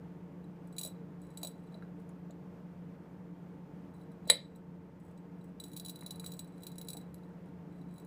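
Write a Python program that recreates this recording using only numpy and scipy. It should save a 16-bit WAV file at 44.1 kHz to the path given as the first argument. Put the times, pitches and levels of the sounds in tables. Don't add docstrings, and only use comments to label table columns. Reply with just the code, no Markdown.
import sys
import numpy as np
from scipy import signal
from scipy.fft import rfft, irfft
from scipy.io import wavfile

SR = 44100
rng = np.random.default_rng(int(sys.argv[2]) if len(sys.argv) > 2 else 0)


def convert_level_to_amplitude(level_db):
    exponent = np.asarray(level_db, float) / 20
    return 10 ** exponent


def store_wav(level_fs):
    pcm = np.round(np.clip(np.atleast_2d(level_fs), -1, 1) * 32767)
    wavfile.write(sys.argv[1], SR, pcm.T.astype(np.int16))


N = 355446


def rms_one(x):
    return x / np.sqrt(np.mean(x ** 2) + 1e-20)


def band(x, low_hz, high_hz):
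    return signal.sosfilt(signal.butter(2, [low_hz, high_hz], "band", fs=SR, output="sos"), x)


def high_pass(x, order, corner_hz):
    return signal.sosfilt(signal.butter(order, corner_hz, "high", fs=SR, output="sos"), x)


def ring(force, hz, t60):
    radius, angle = convert_level_to_amplitude(-60 / (t60 * SR)), 2 * np.pi * hz / SR
    numerator = [0, np.sin(angle)]
    denominator = [1, -2 * radius * np.cos(angle), radius * radius]
    return signal.lfilter(numerator, denominator, force + 1e-18)


def clicks(seconds, sizes):
    return np.bincount((np.asarray(seconds) * SR).astype(int), sizes, N)[:N]


def drift(rate_hz):
    r = np.exp(-2 * np.pi * rate_hz / SR)
    return rms_one(signal.lfilter([1], [1, -2 * r, r * r], rng.standard_normal(N + SR))[SR:])


def crack(force, t60):
    r = convert_level_to_amplitude(-60 / (t60 * SR))
    envelope = signal.lfilter([np.sqrt(1 - r * r)], [1, -r], force + 1e-18)
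    return envelope * rng.standard_normal(N)


# frequency in Hz, rms level in dB.
MOTOR_TONES = [(120, -78), (147.5, -62.5), (176, -52), (295, -67.5), (354.5, -69.5), (1065, -81.5)]
# frequency in Hz, width in Hz, level in dB.
ROOM_RESONANCES = [(89.1, 18, -69.5), (161.1, 18, -58.5), (190.1, 27.2, -57), (228, 11, -73.5),
                   (279, 25, -63.5), (295.5, 27, -63.5), (360, 24, -72), (449.4, 19, -66.5),
                   (467.5, 19, -68), (550, 50.8, -76), (895, 46, -72.5)]
# frequency in Hz, level in dB per Hz.
AIR_SPECTRUM = [(20, -55), (36, -46), (70, -1.5), (160, -1), (500, -4), (1000, -13), (2000, -21.5),
                (3800, -34), (8000, -40.5), (11000, -43.5), (15300, -40), (15700, -54.5), (17000, -62)]


def fan():
    t = np.arange(N) / SR
    out = np.zeros(N)
    for hz, db in MOTOR_TONES:
        level = np.sqrt(2) * convert_level_to_amplitude(db + 1.3 * drift(2.2))
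        out += level * np.sin(2 * np.pi * (hz * t + rng.random()))
    for hz, width_hz, db in ROOM_RESONANCES:
        t60 = 1.4 / width_hz
        once = ring(rng.standard_normal(N + SR // 2), hz, t60)
        twice = ring(once, hz, t60)[SR // 2:]
        out += convert_level_to_amplitude(db) * rms_one(twice)
    hz = np.arange(N // 2 + 1) * SR / N + 1
    air_hz, air_db = np.transpose(AIR_SPECTRUM)
    colour = convert_level_to_amplitude(np.interp(np.log(hz), np.log(air_hz), air_db))
    rush = irfft(rfft(rng.standard_normal(N)) * colour, N)
    return out + convert_level_to_amplitude(-58 + .5 * drift(8.5)) * rms_one(rush)


def kitchen():
    t = np.arange(SR // 2) / SR
    white = rng.standard_normal(len(t)) * np.clip(t / 0.004, 0, 1)
    low_t60_s, top_t60_s = 0.23, 0.16
    tail = band(white * convert_level_to_amplitude(-60 * t / low_t60_s), 200, 6000)
    tail += band(white * convert_level_to_amplitude(-60 * t / top_t60_s), 6000, 18000)
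    return tail / np.sqrt(np.sum(tail ** 2))


# start in seconds, peak in dB, pitch in Hz, t60 in seconds.
TABLE_KNOCKS = [(.85, -39.5, 575, 0.095), (1.432, -39, 715, 0.069), (1.446, -36.5, 595, 0.075),
                (1.75, -43.5, 580, 0.066), (1.824, -44, 1490, 0.041), (2.092, -58.5, 7140, 0.035),
                (2.092, -56, 9700, 0.023), (2.3, -44.5, 596, 0.077), (2.308, -52, 7200, 0.035),
                (2.308, -57, 3980, .04), (2.308, -61, 13600, .01), (5.176, -61, 5490, .01),
                (7.144, -39, 11510, .008), (7.144, -52, 4600, .01), (4.272, -39, 560, 0.091),
                (4.2995, -24.5, 538, 0.13), (4.32, -37, 527, .04), (4.2995, -26.5, 658.3, 0.053),
                (4.2995, -31, 830, .03), (4.2997, -28, 1150, .03), (4.2995, -18, 1950, .03),
                (6.025, -42, 995, 0.012), (6.025, -44.5, 1900, 0.01), (6.241, -45, 1390, .012),
                (6.241, -48, 2110, .012), (6.95, -42, 755, 0.081)]


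def table():
    out = np.zeros(N)
    for s, peak_db, hz, t60 in TABLE_KNOCKS:
        blow = clicks([s], [convert_level_to_amplitude(peak_db)])
        tap = convert_level_to_amplitude(6.) * crack(blow, .4 * t60)
        out += band(tap, 0.84 * hz, min(1.6 * hz, .45 * SR))
        for ratio in (.94, 1.005, 1.08):
            out += ring(convert_level_to_amplitude(-11.0) * blow, hz * ratio, t60)
    return high_pass(out, 6, 460)


# start in seconds, end in seconds, grit level in dB, wall ring level in dB.
WHEEL_DRAGS = [(.72, .78, -82, -90), (1.19, 1.327, -77, -81), (1.317, 1.796, -81.5, -86),
               (1.99, 2.03, -77, -93), (3.94, 4.04, -75.5, -77.5), (4.99, 5.12, -75.5, -93),
               (5.38, 5.5, -84.5, -89), (5.6, 5.952, -69, -78), (5.948, 6.198, -77, -70),
               (6.23, 6.41, -62, -76), (6.5, 6.921, -78, -78.5), (7.05, 7.3, -86, -95),
               (7.7, 7.8, -82, -82), (7.88, 8.1, -77.5, -78)]


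def grit():
    t, level = np.arange(N) / SR, np.zeros((2, N))
    edge_s = .02
    for start, end, *dbs in WHEEL_DRAGS:
        fade = np.clip(np.minimum(t - start, end - t) / edge_s + .5, 0, 1)
        level += convert_level_to_amplitude(np.array(dbs))[:, None] * fade
    chips_per_s = 1200. * convert_level_to_amplitude(5. * drift(25.))
    born = rng.random(N) < chips_per_s / SR
    sizes = convert_level_to_amplitude(4.8 * np.minimum(rng.exponential(1, N), 5)) * rng.choice([-1, 1], N)
    return level * rms_one(born * sizes)


# start in seconds, crack peak in dB.
SHORT_PULL_TICKS = [(0.7261, -49), (0.765, -42), (0.7829, -24.5), (0.7909, -28), (0.812, -27.5),
                    (0.8315, -32), (0.834, -29), (0.8487, -28), (0.86, -33), (0.8728, -35), (0.8984, -55),
                    (1.3034, -55), (1.373, -32.5), (1.4145, -45), (1.4311, -23), (1.448, -30),
                    (1.4707, -30), (1.5135, -52)]
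# start in seconds, crack peak in dB.
LONG_PULL_TICKS = [(5.5998, -32.5), (5.6385, -33.5), (5.6628, -47.5), (5.6818, -49), (5.7159, -47),
                   (5.7327, -39), (5.7646, -31.5), (5.773, -31), (5.7975, -29.5), (5.8487, -34),
                   (5.8606, -33.5), (5.883, -33), (5.895, -29), (5.9001, -40), (5.9581, -37.5),
                   (5.9896, -44.5), (6.0091, -40), (6.032, -45), (6.0621, -31.5), (6.0794, -47),
                   (6.1073, -27), (6.1579, -44), (6.1967, -33.5), (6.2434, -37.5), (6.2619, -27.5),
                   (6.2746, -48), (6.319, -34.5), (6.3361, -38.5), (6.3921, -30), (6.4444, -51)]
# start in seconds, crack peak in dB.
LAST_PULL_TICKS = [(6.5795, -53), (6.6054, -55), (6.6216, -48.5), (6.6334, -35), (6.6674, -29),
                   (6.717, -42), (6.756, -47), (6.782, -35), (6.8136, -34.5), (6.8473, -48), (6.8716, -48),
                   (6.8852, -26.5), (6.9023, -31), (6.9319, -33.5), (6.9691, -33.5), (7.0118, -50)]
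# start in seconds, crack peak in dB, wall ring in dB.
STRAY_TICKS = [(0.441, -61, -72), (0.6725, -53, -83), (1.2163, -55, -75), (1.268, -58, -80),
               (1.6708, -66, -72), (1.722, -64, -67), (1.7431, -59, -55.5), (1.8246, -70, -68),
               (4.0132, -62, -69), (4.117, -57, -73), (4.552, -62, -67), (4.5587, -50, -75),
               (5.1762, -54, -71), (5.4114, -64, -71), (5.4408, -53, -74), (6.4747, -51, -78),
               (7.1433, -48.5, -69.5), (7.1806, -63, -74), (7.234, -64, -70), (7.4574, -65, -83.5),
               (7.4864, -66, -77), (7.814, -60.5, -67.5), (7.9393, -53.5, -83), (7.981, -50, -62.5),
               (7.9977, -49, -66), (8.0473, -53, -77)]
# start in seconds, crack peak in dB, wall
# ring in dB, shoulder ring in dB.
LEAD_IN_TICKS = [
    (4.254, -71.5, -69.5, -76),
    (4.273, -50.5, -62, -63.5),
    (4.276, -39.5, -60.5, -58.5),
    (4.284, -53, -47, -60),
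    (4.29, -52.5, -42.5, -60.5),
    (4.294, -47, -39, -52),
]


def fractures():
    pulls = [(SHORT_PULL_TICKS, -16, -17),   # ticks, wall and shoulder ring below the crack in dB
             (LONG_PULL_TICKS, -14.5, -20.5),
             (LAST_PULL_TICKS, -16, -20.5)]
    rows = []
    for ticks, wall_db, shoulder_db in pulls:
        for s, db in ticks:
            wall_scatter, shoulder_scatter = 0.5 * rng.normal(size=2)
            rows.append((s, db, db + wall_db + wall_scatter, db + shoulder_db + shoulder_scatter))
    for s, db, wall_db in STRAY_TICKS:
        rows.append((s, db, wall_db, db - 19))
    return rows + list(LEAD_IN_TICKS)


WALL_MODE_HZ = (3112, 3480, 3700, 3784, 3870, 3951, 4165, 4370, 4740)
SHOULDER_MODE_HZ = (6848, 7050, 7470, 7844, 7973, 8330)
GLASS_MODE_HZ = (2440, 2860, 5560, 8880, 9690, 9884, 10230, 10425, 11000, 11600, 12500, 13300, 14120, 14600,
                  15050)
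# dB when ticked, dB when snapped, t60 in seconds.
WALL_MODES = [(-31.5, -16.5, 0.037), (-30, -13.5, 0.027), (-33, -9.5, 0.016), (-22.5, -3.5, 0.042),
              (-11.5, -3, 0.033), (0, 2.5, 0.06), (-20, -7, 0.039), (-20.5, -9, 0.0299), (-19, -12.5, .045)]
SHOULDER_MODES = [(-8.5, -16, 0.045), (-10.5, -18, 0.028), (-13.5, -18.5, .02), (-7, -7, 0.052),
                  (-5.5, -7.5, 0.085), (-4, -16.5, 0.014)]
GLASS_MODES = [(-21, -14.5, 0.033), (-23.5, -17.5, 0.03), (-14.5, -25.5, 0.02143), (-15, -15, 0.0394),
               (-7, -15.5, .025), (-12, -1, .04), (-0.5, -14.5, 0.021), (-10, -5.5, .03),
               (-14.5, -23, 0.011), (-14.5, -27.5, 0.009), (-12, -21.5, 0.015), (-16, -17.5, .012),
               (-9, -19, .025), (-10.5, -20.5, 0.011), (-4, -13, .02)]
# frequency in Hz, width in Hz.
RADIATION_DIPS = [(5200, 390), (6400, 300)]


def bottle():
    snap_s, snap_db = 4.2995, -14.5
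    pressed = .78
    s, crack_db, wall_db, shoulder_db = np.transpose(fractures())
    chips, wall_chips = grit()

    def snap_noise(delay_s, db, t60, low_hz, high_hz):
        return band(crack(clicks([snap_s + delay_s], [convert_level_to_amplitude(snap_db + db)]), t60), low_hz, high_hz)

    out = band(crack(clicks(s, convert_level_to_amplitude(crack_db + 5.5)), 0.067) + convert_level_to_amplitude(-8.0) * chips, 4500, 17000)
    blow = clicks(s + .0002, convert_level_to_amplitude(wall_db + 3.5))
    wall_force = blow + .45 * crack(blow, 0.035) + convert_level_to_amplitude(-22.0) * wall_chips
    shoulder_force = crack(clicks(s, convert_level_to_amplitude(shoulder_db + 5)), 0.009) + convert_level_to_amplitude(-26.5) * chips
    glass_force = crack(clicks(s, convert_level_to_amplitude(crack_db - 10)), 0.0068) + convert_level_to_amplitude(-26.0) * chips
    families = [(WALL_MODE_HZ, WALL_MODES, wall_force),
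                (SHOULDER_MODE_HZ, SHOULDER_MODES, shoulder_force),
                (GLASS_MODE_HZ, GLASS_MODES, glass_force)]
    for family_hz, modes, force in families:
        for k, (hz, (tick_db, mode_snap_db, t60)) in enumerate(zip(family_hz, modes)):
            start_s = snap_s + .0008 * rng.random()
            snap = clicks([start_s], [convert_level_to_amplitude(snap_db + mode_snap_db)])
            ticked = ring(convert_level_to_amplitude(tick_db + 0.5) * force, hz, pressed * t60)
            out += (-1) ** k * (ticked + ring(snap, hz, t60))
    out = high_pass(out, 2, 2300)
    out += snap_noise(0.0043, 8.5, .07, 3800, 4900)
    out += snap_noise(0, 5.0, .12, 6500, 11500)
    for hz, width_hz in RADIATION_DIPS:
        out = out - .7 * signal.lfilter(*signal.iirpeak(hz, hz / width_hz, SR), out)
    return out + snap_noise(0, 15.5, .014, 1200, 6500)


def scene():
    hum, echoes = fan(), kitchen()
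    near = table() + bottle()
    echo = convert_level_to_amplitude(-10.5) * signal.fftconvolve(near, echoes)[:N]
    return (near + echo + hum)[None]


def roll_off(x):
    return signal.sosfilt(signal.butter(12, 16830, fs=SR, output="sos"), x)


def record(dry):
    climb_db = 1.4 * np.arange(N) / SR
    over_db = 0.16 * np.maximum(20 * np.log10(np.abs(dry[0]) + 1e-9) + 22, 0)
    held_db = np.maximum(np.maximum.accumulate(over_db + climb_db) - climb_db, 0)
    slow = np.exp(-1 / (0.0184 * SR))
    x = dry * convert_level_to_amplitude(-signal.lfilter([1 - slow], [1, -slow], held_db))
    low = signal.sosfiltfilt(signal.butter(30, 15300, fs=SR, output="sos"), x)
    top = signal.sosfiltfilt(signal.butter(12, 16300, fs=SR, output="sos"), x - low)
    mix = low + convert_level_to_amplitude(-16.) * top
    return roll_off(mix)


dry = scene()
out = record(dry)
store_wav(out)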